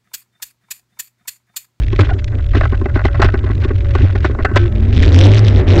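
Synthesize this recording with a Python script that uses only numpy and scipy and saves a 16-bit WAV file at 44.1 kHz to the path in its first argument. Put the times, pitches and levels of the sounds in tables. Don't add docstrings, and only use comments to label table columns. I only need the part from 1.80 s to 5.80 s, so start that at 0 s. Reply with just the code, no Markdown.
import sys
import numpy as np
from scipy import signal
from scipy.fft import rfft, irfft, next_fast_len
from scipy.io import wavfile
from scipy.ndimage import uniform_filter1d, map_coordinates

SR = 44100
rng = np.random.default_rng(int(sys.argv[2]) if len(sys.argv) > 2 else 0)


def inscribe(sig):
    pcm = np.round(np.clip(np.atleast_2d(sig).T, -1, 1) * 32767)
    wavfile.write(sys.argv[1], SR, pcm.astype(np.int16))


N = 176400

# (frequency [Hz], relative density [dB])
HISS_SPECTRUM = [(2000, 0), (7500, -2), (9000, -21.5)]
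WIND_SPECTRUM = [(60, -25.5), (150, -2), (230, 1), (380, 0.5), (480, -6), (650, -12), (1000, -21),
                 (2000, -21), (4000, -46), (8000, -68.5)]
TYRE_SPECTRUM = [(60, -20.5), (150, -14.5), (240, 2.5), (400, 0.5), (480, -10), (600, -10.5), (850, -23),
                 (1600, -24.5), (3000, -48), (7500, -50)]
GRIT_SPECTRUM = [(300, -5.5), (1000, -0.5), (1900, 10.5), (3700, 4.5), (4600, -5), (5600, -9.5),
                 (6500, -15), (8000, -26)]
CRACKLE_SPECTRUM = [(300, -12), (1000, -4), (1900, 2.5), (3600, 3.5), (4600, -4.5), (5600, -3.5),
                    (6500, -12.5), (8000, -21.5)]
ROAD_SPECTRUM = [(10, -5.5), (20, -16), (33, -6), (50, 0.5), (75, -1.5), (102, 0), (118, -7.5), (140, -21),
                 (200, -47.5), (400, -97)]
# (time [s], level [dB])
WIND_LEVEL = [(0, -54), (2.8, -34.5), (3.1, -29.5), (3.4, -16), (3.63, -22.5), (3.78, -19), (3.855, -21),
              (3.94, -14.5), (4, -15.5)]
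ROLLING_LEVEL = [(0, -31.5), (.6, -37), (1.2, -31.5), (1.8, -35), (2.5, -33), (4, -35)]
CRACKLE_LEVEL = [(3.128, -36.5), (3.19, -34), (3.27, -31.5), (3.34, -35.5), (3.45, -26.5), (3.52, -32),
                 (3.595, -26.5), (3.612, -65), (3.632, -60), (3.645, -30), (3.7, -38.5), (3.73, -49),
                 (3.78, -32.5), (3.835, -53), (3.85, -76), (3.885, -32), (4, -29.5)]
ROAD_LEVEL = [(0.0, -11.5), (0.09, -15), (0.34, -12), (0.37, -19.5), (0.48, -17), (0.69, -14.5),
              (0.72, -10), (0.98, -14.5), (1.1, -18.5), (1.16, -9.5), (1.2, -19), (1.26, -9.5), (1.3, -17),
              (1.47, -6.5), (1.5, -15), (1.84, -13), (1.87, -15.5), (1.97, -11.5), (2.01, -14.5),
              (2.21, -10.5), (2.55, -16), (2.58, -25.5), (2.62, -12), (2.72, -23.0), (2.74, -14.5),
              (2.87, -10.5), (2.9, -21.5), (2.93, -12.5), (3.12, -10.5), (3.28, -7), (3.34, -16),
              (3.5, -8.5), (3.62, -20), (3.76, -7.5), (3.84, -14), (4, -11.5)]
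# (time [s], frequency [Hz], level [dB])
MOTOR_TONE = [(0, 613.6, -51.5), (.7, 564.5, -45.5), (1.3, 570, -42.5), (1.8, 557, -53), (2.05, 563, -41.5),
              (2.75, 531, -51), (2.88, 586, -35.5), (3.1, 642, -53)]
WHINE_TONE = [(2.798, 180.4, -50), (2.98, 215.3, -23), (3.122, 242.9, -26), (3.182, 260.1, -20),
              (3.33, 305, -29), (3.45, 339.4, -11), (3.56, 395, -24.5), (3.679, 395, -35.5),
              (3.79, 385.2, -24.5), (3.882, 363.4, -28), (3.94, 340.4, -19), (4, 342, -13)]
THROB_TONE = [(2.8, 74.49, -36.5), (2.95, 75.8, -19), (3.12, 80.15, -27.5), (3.18, 79.26, -5),
              (3.27, 78.75, -11.5), (3.34, 87.57, 3), (3.41, 90.59, -1.5), (3.5, 98.82, -2.5),
              (3.59, 105.3, -4.5), (3.62, 107.5, -8.5), (3.68, 97, -5.5), (3.82, 95.68, -14),
              (4, 94.63, -6.5)]
# (frequency [Hz], bandwidth [Hz], gain [dB])
PANEL_MODES = [(614, 93, 1), (815, 63, -1.5), (1057, 195, -3.5), (1346, 48, -4), (1433, 37, 3),
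               (1572, 205, 0), (1785, 97, -2), (1976, 148, -2.5), (2611, 50, -12), (2740, 55, -14.5),
               (4400, 990, -24)]
# (frequency [Hz], gain [dB])
RATTLE_ROLLOFF = [(2300, -5), (4000, -10.5)]
# (frequency [Hz], level [dB], T60 [s])
BODY_MODES = [(239.7, -1.5, 0.033), (271.5, -1.5, 0.042), (336.8, 0, 0.03), (393.8, -1.5, 0.05),
              (535, -15.5, 0.012), (1084, -16.5, 0.052)]
METAL_MODES = [(1304, -39, 0.7), (1480, -30.5, 0.31), (1543, -26.5, 0.3), (1750, -30.5, 0.18)]
# (time [s], frequency [Hz], level [dB], duration [s], octave level [dB], glide [Hz/s])
JOINT_SQUEAKS = [(0.198, 345, -18, 0.049, -16, -1400), (0.31, 724, -19.5, 0.015, -5.5, 1),
                 (2.789, 344.3, -16, 0.094, -35.5, 61.5)]
# (time [s], level [dB])
BODY_THUDS = [(0.13, -12.5), (0.191, -6), (0.747, -13), (0.765, -9.5), (0.924, -13.5), (1.014, -13.5),
              (1.057, -13.5), (1.157, -9.5), (1.249, -8), (1.395, -7.5), (1.444, -8.5), (1.539, -11),
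              (1.639, -17.5), (1.699, -14.5), (1.849, -12.5), (1.906, -13), (2.153, -10.5), (2.208, -14.5),
              (2.246, -20.5), (2.351, -15), (2.447, -10), (2.497, -15.5), (2.588, -14.5), (2.648, -12.5),
              (2.714, -15), (2.761, -8.5)]
# (time [s], level [dB], contact time [s])
PANEL_CLACKS = [(.191, -3.5, 0.0068), (0.29, -15.5, 0.012), (0.735, -16.5, 0.004), (0.748, -8, 0.013),
                (0.8102, -2.5, 0.0026), (0.833, -10.5, 0.008), (0.854, -8.5, 0.0037),
                (0.929, -29.5, 0.0032), (1.016, -28, 0.005), (1.057, -10.5, 0.0035), (1.096, -21.5, 0.0046),
                (1.158, -8, 0.0044), (1.193, -14.5, 0.0035), (1.2529, -2, 0.0018), (1.283, -14.5, 0.0025),
                (1.344, -13.5, 0.015), (1.398, -8, 0.0092), (1.418, 2, 0.013), (1.445, -4.5, 0.0034),
                (1.487, -9, 0.004), (1.5415, -10.5, 0.0025), (2.151, -2, 0.0034), (2.352, -12.5, 0.007),
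                (2.4445, -3.5, 0.012), (2.549, -15.5, 0.001), (2.648, 3, 0.0092), (2.747, -16.5, 0.0036),
                (2.76, 2.5, 0.012)]
# (time [s], peak level [dB])
SHARP_TICKS = [(0.445, -17), (1.419, -9.5), (1.444, -13.5), (2.762, -13), (3.226, -14), (3.348, -7.5),
               (3.36, -9.5), (3.392, -4.5), (3.415, -4.5), (3.549, -13), (3.682, -7.5), (3.967, -15)]
# (time [s], level [dB], half-width [s])
GRIT_BURSTS = [(0.128, -32.5, 0.0061), (0.163, -29.5, 0.0021), (0.212, -15.5, 0.0079),
               (0.254, -27.5, 0.009), (0.304, -31, 0.0055), (0.393, -31, 0.0082), (0.482, -32.5, 0.0045),
               (0.771, -29, 0.011), (1.167, -36.5, 0.0063), (1.257, -33.5, 0.018), (1.455, -27.5, 0.012),
               (1.844, -32, 0.012), (2.193, -39.5, 0.048), (2.46, -32.5, 0.025), (2.773, -18.5, 0.0086),
               (2.81, -41, 0.022), (3.235, -18, 0.0048)]
# (time [s], level [dB])
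ROAD_BUMPS = [(0.193, 7), (0.748, -10), (1.435, -6), (2.226, 4.5), (2.75, 3)]


def amp(db):
    return 10 ** (np.asarray(db) / 20)


def unit(x):
    return x / np.sqrt(np.mean(x ** 2) + 1e-20)


def curves(rows):
    s, *cols = np.transpose(rows)
    return [np.interp(np.arange(N) / SR, s, c) for c in cols]


def wobble(rate):
    return map_coordinates(rng.standard_normal(N // 20), [np.arange(N) * rate / SR], mode="wrap")


def filtered(x, response):
    m = next_fast_len(len(x) + SR // 2)
    return irfft(rfft(x, m) * response(np.fft.rfftfreq(m, 1 / SR)), m)[:len(x)]


def colour(x, points):
    f, db = np.transpose(points)
    return filtered(x, lambda hz: amp(np.interp(np.log(hz + 1), np.log(f), db)))


def noise(points):
    return unit(colour(rng.standard_normal(N), points))


def add(track, s, sound):
    part = track[max(0, round(s * SR)):][:len(sound)]
    part += sound[:len(part)]


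def ring(modes, t, scatter_db):
    return sum((-1) ** k * amp(db + scatter_db * rng.standard_normal() - 60 * t / t60)
               * np.sin(2 * np.pi * hz * t) for k, (hz, db, t60) in enumerate(modes))


def tone(rows, waver, flutter_db, rate):
    hz, db = curves(rows)
    phase = 2 * np.pi * np.cumsum(hz * (1 + waver * wobble(rate))) / SR
    return np.sqrt(2) * amp(db + flutter_db * wobble(rate)) * np.sin(phase)


def panel(x, corner_hz=4500):
    def response(f):
        modes = sum((-1) ** k * amp(db) * 1j * f * width / (hz * hz - f * f + 1j * f * width)
                    for k, (hz, width, db) in enumerate(PANEL_MODES))
        return modes / (1 + 1j * f / corner_hz)
    return filtered(x, response)


def hiss(level_db=-61.5):
    return amp(level_db) * noise(HISS_SPECTRUM)


def wind():
    return amp(curves(WIND_LEVEL)[0] + 1.5 * wobble(25)) * noise(WIND_SPECTRUM)


def motor():
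    return tone(MOTOR_TONE, waver=0.0089, flutter_db=4, rate=16)


def tyres():
    return amp(curves(ROLLING_LEVEL)[0] + 3.5 * wobble(14)) * noise(TYRE_SPECTRUM)


def whine(upper_ratio=1.62, upper_db=-11):
    upper = [(s, hz * upper_ratio, db + upper_db) for s, hz, db in WHINE_TONE]
    return sum(tone(partial, waver=0.01957, flutter_db=0.5, rate=27) for partial in (WHINE_TONE, upper))


def rattle(rest_db=-47.5, kick_db=-26, t60=0.53, ticks_per_s=200):
    t = np.arange(N) / SR
    stirred = sum((t > s) * amp(db + kick_db - 60 * np.abs(t - s) / t60) for s, db in BODY_THUDS)
    ticks = (rng.random(N) < ticks_per_s / SR) * rng.uniform(-1, 1, N)
    flurries = amp(15 * np.tanh(wobble(40)))
    return (amp(rest_db) + stirred) * unit(colour(panel(ticks * flurries), RATTLE_ROLLOFF))


def squeaks():
    out = np.zeros(N)
    for s, hz, db, duration, octave_db, glide in JOINT_SQUEAKS:
        t = np.arange(int(duration * SR)) / SR
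        phase = 2 * np.pi * (hz + glide * t / 2) * t
        envelope = amp(db) * np.sqrt(np.sin(np.pi * t / duration))
        add(out, s, envelope * (np.sin(phase) + amp(octave_db) * np.sin(2 * phase)))
    return out


def thuds(rise_s=0.0004, rasp_t60=0.056):
    out, t = np.zeros(N), np.arange(SR // 4) / SR
    for s, db in BODY_THUDS:
        detune = 1 + 0.021 * rng.standard_normal()
        blow = ring(BODY_MODES, t * detune, scatter_db=2.5) * (1 - np.exp(-t / rise_s))
        rasp = panel(rng.standard_normal(len(t)) * amp(-60 * t / rasp_t60))
        add(out, s, amp(db + 2) * (blow / np.abs(blow).max() + amp(-15.5) * rasp / np.abs(rasp).max()))
    return out


def clacks(first_blow=0.33, tail_t60=0.06):
    out, t = np.zeros(N), np.arange(SR // 3) / SR
    for s, db, contact_s in PANEL_CLACKS:
        contact = np.exp(-(t / (1.2 * contact_s)) ** 2) + amp(-27 - 60 * t / tail_t60)
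        clatter = rng.choice([-1, 1], len(t)) * contact
        clatter[0] = first_blow * np.linalg.norm(clatter)
        hit = panel(clatter)
        metal = amp(db) * ring(METAL_MODES, t, scatter_db=-0.5)
        add(out, s, amp(db - 3) * (hit / np.abs(hit).max() + metal))
    return out


def sharp_ticks(shake, t60=0.008):
    out, t = np.zeros(N), np.arange(SR // 50) / SR
    reach = SR // 350
    for s, db in SHARP_TICKS:
        nearby = shake[round(s * SR) - reach:][:2 * reach]
        crossing = np.argmin(np.abs(nearby)) - reach
        crack = colour(rng.standard_normal(len(t)) * amp(-60 * t / t60), CRACKLE_SPECTRUM)
        add(out, s + (crossing - reach / 6) / SR, amp(db) * crack / np.abs(crack).max())
    return out


def distortion(shake, onset_swing=0.18, full_swing=0.4, buzz_db=-41):
    t = np.arange(N) / SR
    swing = signal.hilbert(shake)
    velocity = np.sin(np.angle(swing))
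    strength = np.clip((np.abs(swing) - onset_swing) / (full_swing - onset_swing), 0, 1) ** 2
    grit = rng.standard_normal(N) * amp(2 * wobble(1100) + 3 * np.tanh(wobble(130)))
    buzz = amp(buzz_db) * unit(colour(grit * strength * (velocity ** 2 + 0.2), GRIT_SPECTRUM))
    pulses = (velocity ** 20 + 0.04) * amp(2.5 * velocity + 3 * np.tanh(wobble(170)))
    crackle_gain = amp(curves(CRACKLE_LEVEL)[0]) * (t > CRACKLE_LEVEL[0][0])
    crackle = crackle_gain * unit(colour(grit * pulses, CRACKLE_SPECTRUM))
    burst_gain = sum(amp(db) * np.exp(-((t - s) / width) ** 2) for s, db, width in GRIT_BURSTS)
    return buzz + crackle + burst_gain * unit(colour(grit, GRIT_SPECTRUM))


def frame(mode_hz=98.26, t60=0.24, rise_s=0.0072):
    road = noise(ROAD_SPECTRUM)
    running_rms = np.sqrt(np.abs(uniform_filter1d(road ** 2, size=1800)) + 1e-6)
    shake = road / running_rms * amp(curves(ROAD_LEVEL)[0] + 1)
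    t = np.arange(SR // 2) / SR
    for s, db in ROAD_BUMPS:
        envelope = amp(db - 60 * t / t60) * (1 - np.exp(-t / rise_s))
        add(shake, s, envelope * np.sin(2 * np.pi * mode_hz * t))
    return shake + tone(THROB_TONE, waver=0.03086, flutter_db=2.5, rate=35)


def scene():
    shake = frame()
    knocks = sharp_ticks(shake) + thuds() + clacks() + rattle() + squeaks()
    return (shake + distortion(shake) + knocks + tyres() + whine() + motor() + wind() + hiss())[None]


def record(dry, limit=0.71, band_hz=8400, top_hz=16000):
    clipped = np.clip(dry[0], -limit, limit)
    narrow = filtered(clipped, lambda hz: 1 / np.sqrt(1 + (hz / band_hz) ** 60))
    return filtered(np.clip(narrow, -limit, limit), lambda hz: hz < top_hz)[None]


dry = scene()
out = record(dry)
inscribe(out)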